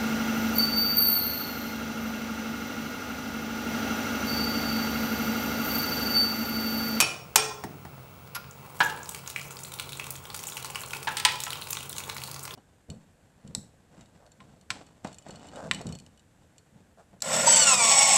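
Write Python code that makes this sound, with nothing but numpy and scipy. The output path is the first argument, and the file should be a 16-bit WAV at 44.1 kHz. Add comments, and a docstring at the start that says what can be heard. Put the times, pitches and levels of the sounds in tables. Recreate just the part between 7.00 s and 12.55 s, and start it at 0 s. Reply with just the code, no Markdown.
"""Two hammer blows drive a punch into a hollow steel beam, which rings through a workshop.
A loose fitting rings with it and drops off; the punch scrapes out and a tool is put down.
A thin stream of water builds and patters into a shallow puddle, its drops slapping the surface
and trapping bubbles that plink. The fitting is clacked back onto its stud while the water runs.
Ventilation, hums and a thin whine lie underneath."""
import sys
import numpy as np
from scipy import signal
from scipy.fft import rfft, irfft
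from scipy.io import wavfile

SR = 44100
rng = np.random.default_rng(int(sys.argv[2]) if len(sys.argv) > 2 else 0)


def unload_audio(sound):
    """Save the sound as a 16-bit wav file, at the path given as the first command line argument."""
    columns = np.transpose(np.atleast_2d(sound))
    # keep every value between -1 and 1, then stretch to whole-number steps
    steps = np.round(np.clip(columns, -1, 1) * 32767)
    wavfile.write(sys.argv[1], SR, steps.astype(np.int16))


N = 244755
EDGE_HZ = 16100


def amp(db):
    return 10 ** (np.asarray(db) / 20)


def unit_rms(x):
    return x / np.sqrt(np.mean(x ** 2) + 1e-20)


def unit_burst(x):
    """Scales a short sound to the energy of 5 ms at unit level."""
    return x / np.sqrt(np.sum(x ** 2) / (.005 * SR) + 1e-20)


def seconds(length_s):
    return np.arange(int(length_s * SR)) / SR


def curve_at(points, hz):
    point_hz, value = np.transpose(points)
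    return np.interp(np.log(hz + 1), np.log(point_hz), value)


def tilt_db(tilt, hz):
    """Gain of a tilt in dB/octave about 3 kHz, flat below 300 Hz."""
    return tilt * np.log2(np.maximum(hz, 300) / 3000)


def add(mix, start_s, sound):
    part = mix[max(round(start_s * SR), 0):][:len(sound)]
    part += sound[:len(part)]


def colour(x, spectrum, tilt=0, size=4096):
    """Minimum-phase filter with the given spectrum and tilt."""
    hz = abs(np.fft.fftfreq(size, 1 / SR))
    log_gain = np.log(amp(curve_at(spectrum, hz) + tilt_db(tilt, hz)))
    response = np.exp(np.conj(signal.hilbert(log_gain)))
    taps = np.fft.ifft(response).real[:size // 2]
    return signal.fftconvolve(x, taps)[:len(x)]


def drift(rate_hz):
    """Slow random wander, unit RMS."""
    low_pass = np.exp(-(np.fft.rfftfreq(N, 1 / SR) / rate_hz) ** 2)
    return unit_rms(irfft(rfft(rng.standard_normal(N)) * low_pass, N))


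def dense_modes(t60_s):
    """Many close modes dying together: decaying noise with an even spectrum."""
    t = seconds(.094)
    fade = amp(-60 * t / t60_s)
    x = rng.standard_normal(len(t)) * fade
    for _ in range(3):
        bins = rfft(x)
        x = irfft(bins / (abs(bins) + 1e-12), len(t)) * np.sqrt(fade)
    return unit_burst(x)


def ring(modes, tilt=0, flutter_hz=27, settle_s=.022):
    """Free decay of a struck object; each mode is a close cluster that soon flutters."""
    t = seconds(.6)
    coarse_t = t[::60]
    band = np.exp(-(np.fft.fftfreq(len(coarse_t), coarse_t[1]) / flutter_hz) ** 2)
    steady = np.exp(-coarse_t / settle_s)
    out = np.zeros(len(t))
    for hz, db, t60_s in modes:
        flutter = np.fft.ifft(band * np.exp(2j * np.pi * rng.random(len(coarse_t))))
        flutter /= np.sqrt(np.mean(abs(flutter) ** 2))
        swing = steady + np.sqrt(1 - steady ** 2) * flutter
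        envelope = abs(swing) * amp(db + tilt_db(tilt, hz) - 60 * coarse_t / t60_s)
        phase = np.unwrap(np.angle(swing)) + 2 * np.pi * (hz * coarse_t + rng.random())
        out += np.interp(t, coarse_t, envelope) * np.sin(np.interp(t, coarse_t, phase))
    return out


def knocks(contacts, spectrum, t60_s, modes=(), ring_db=0):
    """Each contact is a short coloured crack, plus the ring of any modes given."""
    out = np.zeros(N)
    for start_s, db, tilt in contacts:
        crack = unit_burst(colour(dense_modes(t60_s), spectrum, tilt))
        add(out, start_s, amp(db) * crack)
        if modes:
            add(out, start_s, amp(db + ring_db) * ring(modes, tilt))
    return out


# Workshop reverberation. Each row: frequency in Hz, T60 in seconds, relative level in dB.
ROOM_BANDS = [(130, 0.6, 3.5), (425, 0.78, 8.5), (1040, 0.55, -2), (2500, 0.43, 1), (5500, 0.46, -1),
              (9100, 0.45, -7), (15200, 0.38, -19)]


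def room(x, gap_s=.0046, early_db=5.5, early_s=.0092):
    """Scattered reflections, strongest at first, each band dying at its own rate."""
    t = seconds(1)
    taps = rng.standard_normal(len(t)) * (rng.random(len(t)) < .12)
    taps *= np.clip(t / gap_s - 1, 0, 1)
    taps *= amp(early_db * np.exp(-t / early_s))
    hz, frame_s, bins = signal.stft(taps, SR, nperseg=256)
    band_hz, t60_s, db = np.transpose(ROOM_BANDS)
    start_db = curve_at(np.c_[band_hz, db], hz)[:, None]
    decay_db = 60 * frame_s / curve_at(np.c_[band_hz, t60_s], hz)[:, None]
    tail = signal.istft(bins * amp(start_db - decay_db), SR, nperseg=256)[1]
    return signal.fftconvolve(x, tail / np.linalg.norm(tail))[:N]


def wandering_room(x, turn_hz=9, count=3):
    """Splashes land in changing spots, so their reflections crossfade between room responses."""
    angle = 2 * np.pi * turn_hz * np.arange(N) / SR
    fades = (np.sqrt(2 / count) * np.cos(angle + np.pi * k / count) for k in range(count))
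    return sum(room(x * fade) for fade in fades)


# Ventilation noise. Each row: frequency in Hz, relative level in dB.
VENT_SPECTRUM = [(25, -25), (60, -11), (90, -7), (112, -3.5), (135, 1), (185, -4.5), (300, -13.5),
                 (480, -11), (1400, -14), (1750, -25), (2350, -19.5), (3500, -26), (7000, -30),
                 (15500, -33)]
# Workshop hums. Each row: frequency in Hz, level in dB, wander rate in Hz.
HUM_TONES = [(86.8, -59, 13), (135.5, -54, 5.2), (466, -67.5, 13), (1320, -64, 85), (2200, -70, 27),
             (2670, -70, 45)]


def workshop(vent_db=-50, whine_db=-59, whine_hz=15681):
    """Ventilation rumble, wavering hums and a thin electronic whine."""
    t = np.arange(N) / SR
    out = amp(vent_db) * unit_rms(colour(rng.standard_normal(N), VENT_SPECTRUM, size=16384))
    for hz, db, wander_hz in HUM_TONES:
        swell = 1 + .35 * drift(wander_hz)
        phase = 2 * np.pi * hz * t + 1.3 * drift(wander_hz)
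        out += amp(db) * unit_rms(swell * np.sin(phase))
    return out + amp(whine_db) * unit_rms(np.sin(2 * np.pi * whine_hz * t))


FLOW_START_S, FLOW_BUILD_S = 1.56, .86


def flow(time_s):
    """Share of the full flow reaching the puddle."""
    return 1 - np.exp(-np.maximum(time_s - FLOW_START_S, 0) / FLOW_BUILD_S)


def bubble(hz, decay_cycles=3.8, rise=.09):
    """A trapped bubble rings for a few cycles, rising in pitch as it nears the surface."""
    t = seconds(.02)
    age = hz * t / decay_cycles
    pitch_hz = hz * (1 + rise * (np.minimum(age, 4) - .5))
    envelope = (1 - np.exp(-2 * hz * t)) * np.exp(-age)
    return unit_burst(envelope * np.sin(2 * np.pi * np.cumsum(pitch_hz) / SR))


def slap(spatter_s=.0024):
    """A drop's impact: one sharp pulse and a brief spatter."""
    t = seconds(.02)
    x = .36 * rng.standard_normal(len(t)) * np.exp(-t / spatter_s)
    x[0] += 1
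    return x


def patter(per_s, spread_db, bubble_gain, kinds=28):
    """A random shower of small drops of many sizes, one bubble pitch per kind."""
    out = np.zeros(N)
    odds = per_s / kinds / SR
    for hz in np.geomspace(2000, 13000, kinds):
        grain = unit_burst(slap()) + bubble_gain * bubble(hz)
        chance = rng.random(N)
        for sample in np.flatnonzero(chance < odds):
            size = min(-np.log(chance[sample] / odds), 3)
            add(out, sample / SR, amp(spread_db * size) * grain)
    return unit_rms(out)


# Fine spray. Each row: frequency in Hz, relative level in dB.
SPRAY_SPECTRUM = [(300, -14), (900, 3), (1700, -8), (2300, -15), (3800, -3.5), (5000, -3.5), (7000, 7.5),
                  (9200, 5.5), (11000, 4), (15500, 2)]
# Its spurts. Each row: time in seconds, level in dB.
SPRAY_SPURTS = [(1.5, -88), (1.72, -66), (1.83, -43), (1.97, -61.5), (2.4, -52), (3.0, -53.5), (3.3, -60),
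                (3.39, -44), (4.2, -55.5), (5.55, -49.5)]


def spray(flicker_db=2):
    """Tiny droplets come in spurts as the stream breaks up unevenly."""
    droplets = unit_rms(colour(patter(per_s=160, spread_db=3.5, bubble_gain=.66), SPRAY_SPECTRUM))
    spurt_db = np.interp(np.arange(N) / SR, *np.transpose(SPRAY_SPURTS))
    return droplets * amp(spurt_db + flicker_db * drift(rate_hz=32))


# Drumming on the puddle. Each row: frequency in Hz, relative level in dB.
DRUMMING_SPECTRUM = [(200, -29), (430, -3.5), (620, -18.5), (800, -4.5), (1020, 1.5), (1200, -9),
                     (1400, -7), (1700, -14), (2300, -15.5), (4000, -21), (9000, -21.5)]


def drumming(full_flow_db=-52.5):
    """Dense impacts without bubbles, swelling with the flow."""
    impacts = unit_rms(colour(patter(per_s=460, spread_db=8, bubble_gain=0), DRUMMING_SPECTRUM))
    return impacts * amp(full_flow_db) * flow(np.arange(N) / SR) ** .2


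# One splash. Each row: frequency in Hz, relative level in dB.
SPLASH_SPECTRUM = [(200, -42), (550, -23), (800, -5.5), (1050, 2), (1400, 4), (1750, -4), (2300, 3),
                   (5000, 1.5), (9000, 4), (14000, -2.5), (16000, -5.5)]


def drop(splash_db, tilt, bubble_hz, bubble_db, droplets=3, max_flight_s=.033):
    """A drop slaps the puddle, traps a bubble and throws up droplets that do the same on landing."""
    out = np.zeros(int(.1 * SR))
    splash = unit_burst(colour(slap(), SPLASH_SPECTRUM, tilt, size=1024))
    add(out, 0, amp(splash_db) * splash + amp(bubble_db) * bubble(bubble_hz))
    for flight, pitch in rng.uniform(.15, 1, (droplets, 2)):
        splash = amp(splash_db - 9) * unit_burst(colour(slap(), SPLASH_SPECTRUM, tilt + 3, size=1024))
        plink = amp(bubble_db - 12) * bubble(bubble_hz * 2 ** (.6 * (pitch - .5)))
        add(out, flight * max_flight_s, (splash + plink) / droplets ** .5)
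    return out


def drips(count=130, first_per_s=14, gain_per_s2=3.6, first_hz=11400, full_hz=3365):
    """Lesser drops at a loose, quickening beat; more flow makes them louder, with larger bubbles."""
    out = np.zeros(N)
    age_s = seconds(8)
    fallen = first_per_s * age_s + gain_per_s2 * age_s ** 2 / 2
    starts_s = FLOW_START_S + np.interp(np.arange(count) + rng.random(count), fallen, age_s)
    scatter = np.clip(rng.standard_normal((count, 4)), -2, 2)
    for start_s, (splash, tilt, pitch, plink) in zip(starts_s, scatter):
        share = flow(start_s)
        hz = first_hz * (full_hz / first_hz) ** share * 2 ** (.44 * pitch)
        drip = drop(splash_db=-40 + 2.5 * splash, tilt=-1.6 + 2.5 * tilt,
                    bubble_hz=min(hz, EDGE_HZ), bubble_db=-43 + plink)
        add(out, start_s, share * drip)
    return out


# Large drops. Each row: start in seconds, splash level in dB, splash tilt in dB/octave,
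# bubble pitch in Hz, bubble level in dB before the boost.
LARGE_DROPS = [(1.511, -54, 2, 6900, -49.5), (2.032, -57, -1, 6800, -43.5), (2.0918, -33.5, 4.5, 7360, -37),
               (2.1474, -34.5, -1.5, 3200, -45), (2.276, -38, -0.5, 6430, -38), (2.3, -36, 0, 1510, -58),
               (2.3615, -35.5, -4, 2290, -29.5), (2.635, -43, 7, 6940, -42), (2.739, -36.5, 2, 4160, -49),
               (2.7978, -31.5, -0.5, 3930, -36.5), (2.9311, -42, 1, 3700, -38.5),
               (2.9974, -36.5, -4, 2490, -33.5), (3.106, -28.5, 9.5, 11760, -53),
               (3.3448, -35, -2.5, 4050, -52), (3.5696, -34.5, -1.5, 2880, -40.5),
               (3.6462, -33.5, -3.5, 3960, -55), (3.7567, -33, -4, 2780, -34.5),
               (3.9343, -33.5, -5, 2350, -34), (4.4034, -31, 2.5, 3640, -38.5),
               (4.4372, -34, 2, 6900, -33.5), (4.5048, -34.5, 0.5, 3860, -36),
               (4.5309, -37.5, 2, 2920, -34.5), (4.6215, -42, -4, 3930, -39),
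               (4.7075, -27.5, 10.5, 11670, -45), (4.7303, -31, 1, 6870, -32.5),
               (4.77, -33, -5.5, 3520, -37), (4.8945, -30.5, 11.5, 9350, -52),
               (4.9824, -30.5, 0, 6740, -43), (5.0979, -34.5, -6.5, 3940, -38),
               (5.1658, -38, -8.5, 2130, -43.5), (5.237, -35, 0, 4100, -40)]


def large_drops(bubble_boost_db=2):
    """Single drops that stand out of the stream."""
    out = np.zeros(N)
    for start_s, splash_db, tilt, bubble_hz, bubble_db in LARGE_DROPS:
        add(out, start_s, drop(splash_db, tilt, bubble_hz, bubble_db + bubble_boost_db))
    return out


# Floor and bench echoes. Each row: delay in seconds, gain in dB.
NEAR_ECHOES = [(.0035, -8), (.0128, -16), (.0203, -15)]
# Basin under the puddle. Each row: frequency in Hz, relative level in dB, T60 in seconds.
BASIN_MODES = [(1030, -41, .25), (3100, -51, .1), (3930, -33, .11), (4100, -46, .1)]


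def water(basin_db=-18):
    """The stream lands, echoes off nearby surfaces and faintly rings the basin."""
    direct = spray() + drumming() + large_drops() + drips()
    out = direct.copy()
    for delay_s, db in NEAR_ECHOES:
        add(out, delay_s, amp(db) * direct)
    return out + amp(basin_db) * signal.fftconvolve(out, ring(BASIN_MODES))[:N]


# Fitting landing. Each row: start in seconds, level in dB, tilt in dB/octave.
BUMP_CONTACTS = [(.334, -49, -6), (.6378, -29, 1.5), (.6425, -29, -4.5), (.851, -37.5, 0.5),
                 (.977, -44, -0.5)]
# One bump. Each row: frequency in Hz, relative level in dB.
BUMP_SPECTRUM = [(50, -23), (130, 4), (300, -2.5), (550, -9.5), (850, 0), (1300, -15.5), (1850, -10),
                 (2700, -28), (6000, -25.5), (15000, -36)]


def fitting_fall():
    """The loose fitting lands in dull bumps."""
    return knocks(BUMP_CONTACTS, BUMP_SPECTRUM, t60_s=.094)


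# Punch against the hole. Each row: start in seconds, level in dB, tilt in dB/octave.
SCRAPE_CONTACTS = [(1.274, -50.5, -0.5), (1.349, -33, 1.5), (1.3525, -36, 4), (1.356, -34.5, -2.5),
                   (1.3595, -36.5, 3), (1.363, -34.5, -6), (1.441, -46, -5)]
# One scrape. Each row: frequency in Hz, relative level in dB.
SCRAPE_SPECTRUM = [(200, -27), (700, -15), (1000, 0.5), (1420, 1), (1900, -5), (2500, -1), (3300, -5),
                   (5000, -1.5), (8000, -12.5), (10300, -14), (11600, 1.5), (12800, -28), (16000, -20)]
# Punch ring. Each row: frequency in Hz, relative level in dB, T60 in seconds.
PUNCH_MODES = [(1400, -14.5, 0.32), (2450, -18, 0.26), (4950, -30, .22), (11500, -22, .16)]


def punch_pull():
    """The punch scrapes out of the hole, ringing at each contact."""
    return knocks(SCRAPE_CONTACTS, SCRAPE_SPECTRUM, t60_s=.096, modes=PUNCH_MODES)


# Knocks on the frame. 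Each row: start in seconds, level in dB, tilt in dB/octave.
CLUNK_CONTACTS = [(1.804, -15.5, -0.7), (1.8085, -13, -.5), (1.8974, -34.5, 8.5), (4.076, -22, 1)]
# One clunk. Each row: frequency in Hz, relative level in dB.
CLUNK_SPECTRUM = [(50, -35), (120, -8), (270, -18), (450, -10.5), (650, -14), (950, 4), (1250, -3),
                  (1650, 6.5), (2100, -10), (2900, -7), (4500, -15), (7500, -27), (15000, -43)]
# Frame ring. Each row: frequency in Hz, relative level in dB, T60 in seconds.
FRAME_MODES = [(877, -19, .42), (910, -22, .4), (1300, -21, .35), (1440, -15, .08), (1631, -20, .44),
               (1665, -11, .045), (1707, -19.5, .44), (2340, -27, .22), (2810, -27, .28), (3550, -37, .38),
               (5535, -36, .13)]


def frame_clunks():
    """The frame rings hollow under a tool put down, and later under the fitting."""
    return knocks(CLUNK_CONTACTS, CLUNK_SPECTRUM, t60_s=.12, modes=FRAME_MODES, ring_db=1)


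# Fitting against its stud. Each row: start in seconds, level in dB, tilt in dB/octave.
CLACK_CONTACTS = [(4.072, -28, -4), (4.1692, -25, 5.5), (4.183, -31, 5), (4.199, -28.5, 5.5),
                  (4.2502, -12, 3.5), (4.253, -18.5, -2), (4.276, -30, -2), (4.466, -31.5, -3.5)]
# One clack. Each row: frequency in Hz, relative level in dB.
CLACK_SPECTRUM = [(100, -44), (300, -26.5), (620, -13.5), (860, 8), (1100, -20), (1500, 2.5), (1850, 4.5),
                  (2300, -0.5), (3100, 2.5), (4700, -3), (6000, -10), (8900, -8.5), (11000, -23),
                  (16000, -30)]
# Ring of fitting on stud. Each row: frequency in Hz, relative level in dB, T60 in seconds.
STUD_MODES = [(864, -12.5, 0.092), (915, -28, 0.68), (1006, -9, 0.14), (1320, -8.5, 0.12),
              (1900, -25, 0.31), (2444, -20.5, 0.44), (4130, -29, 0.14), (4930, -23, 0.19),
              (7700, -47, 0.15), (8690, -30, 0.28), (14560, -37, .08)]


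def stud_clacks():
    """The fitting goes back onto its stud in a run of ringing clacks."""
    return knocks(CLACK_CONTACTS, CLACK_SPECTRUM, t60_s=.063, modes=STUD_MODES, ring_db=-1.5)


# Contacts of the two blows. Each row: start in seconds, level in dB, crack tilt in dB/octave,
# beam ring gain in dB, fitting ring gain in dB.
BLOW_CONTACTS = [(.0023, -14, -2.3, -6, 3.5), (.0095, -16, -2.5, -4, -7), (.025, -23.5, -5.5, -14, -13),
                 (0.3582, -8.5, -2.5, 4.5, -15)]
# One crack. Each row: frequency in Hz, relative level in dB.
CRACK_SPECTRUM = [(40, -37), (135, -18), (300, -18.5), (600, -12), (900, -3.5), (1300, -1), (1900, -5.5),
                  (2600, -1), (4200, -2), (5800, 4.5), (8600, 4.5), (10000, -1.5), (13000, 2.5),
                  (16000, -15)]
# Beam and loose fitting rings. Each row: frequency in Hz, relative level in dB, T60 in seconds.
BEAM_MODES = [(431, -30, .42), (770, -32, .45), (860, -20, .1), (1044, -29, .65), (1110, -18, .1),
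              (1357, -27, .5), (1860, -33, .45), (2442, -30, .4), (3400, -34, .5), (4790, -33, .4),
              (5530, -24, .42), (6130, -34, .45), (6450, -33, .45), (7615, -33, .35), (8730, -26, .33),
              (14530, -44, .65)]
FITTING_MODES = [(748, -23.5, 0.3), (1386, -17.5, 0.28), (2410, -13.5, 0.31), (2500, -13, 0.23),
                 (2570, -14.5, 0.29), (2930, -20.5, .32), (3035, -16, 0.13), (4040, -22, .18),
                 (4530, -12.5, 0.14), (5540, -16, .32), (6800, -32, 0.14), (10270, -20, 0.26),
                 (10400, -21, .28)]


def hammer():
    """The punch cracks against the beam; beam and loose fitting ring on."""
    out = knocks([row[:3] for row in BLOW_CONTACTS], CRACK_SPECTRUM, t60_s=.068)
    for start_s, db, _, beam_db, fitting_db in BLOW_CONTACTS:
        add(out, start_s, amp(db + beam_db) * ring(BEAM_MODES))
        add(out, start_s, amp(db + fitting_db) * ring(FITTING_MODES))
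    return out


def scene():
    """Water and metal, direct and through the room, over the workshop's background; mono."""
    metal = [(hammer(), -9), (fitting_fall(), -13), (punch_pull(), -12),
             (frame_clunks(), -10), (stud_clacks(), -9)]
    stream = water()
    out = stream + amp(-9) * wandering_room(stream) + workshop()
    for direct, reverb_db in metal:
        out += direct + amp(reverb_db) * room(direct)
    return out[None]


def record(dry):
    """Clips peaks at full scale, then low-passes at EDGE_HZ."""
    low_pass = signal.firwin(301, EDGE_HZ, window=("kaiser", 8), fs=SR)
    return signal.oaconvolve(np.clip(dry, -1, 1), low_pass[None], "same")


dry = scene()
out = record(dry)
unload_audio(out)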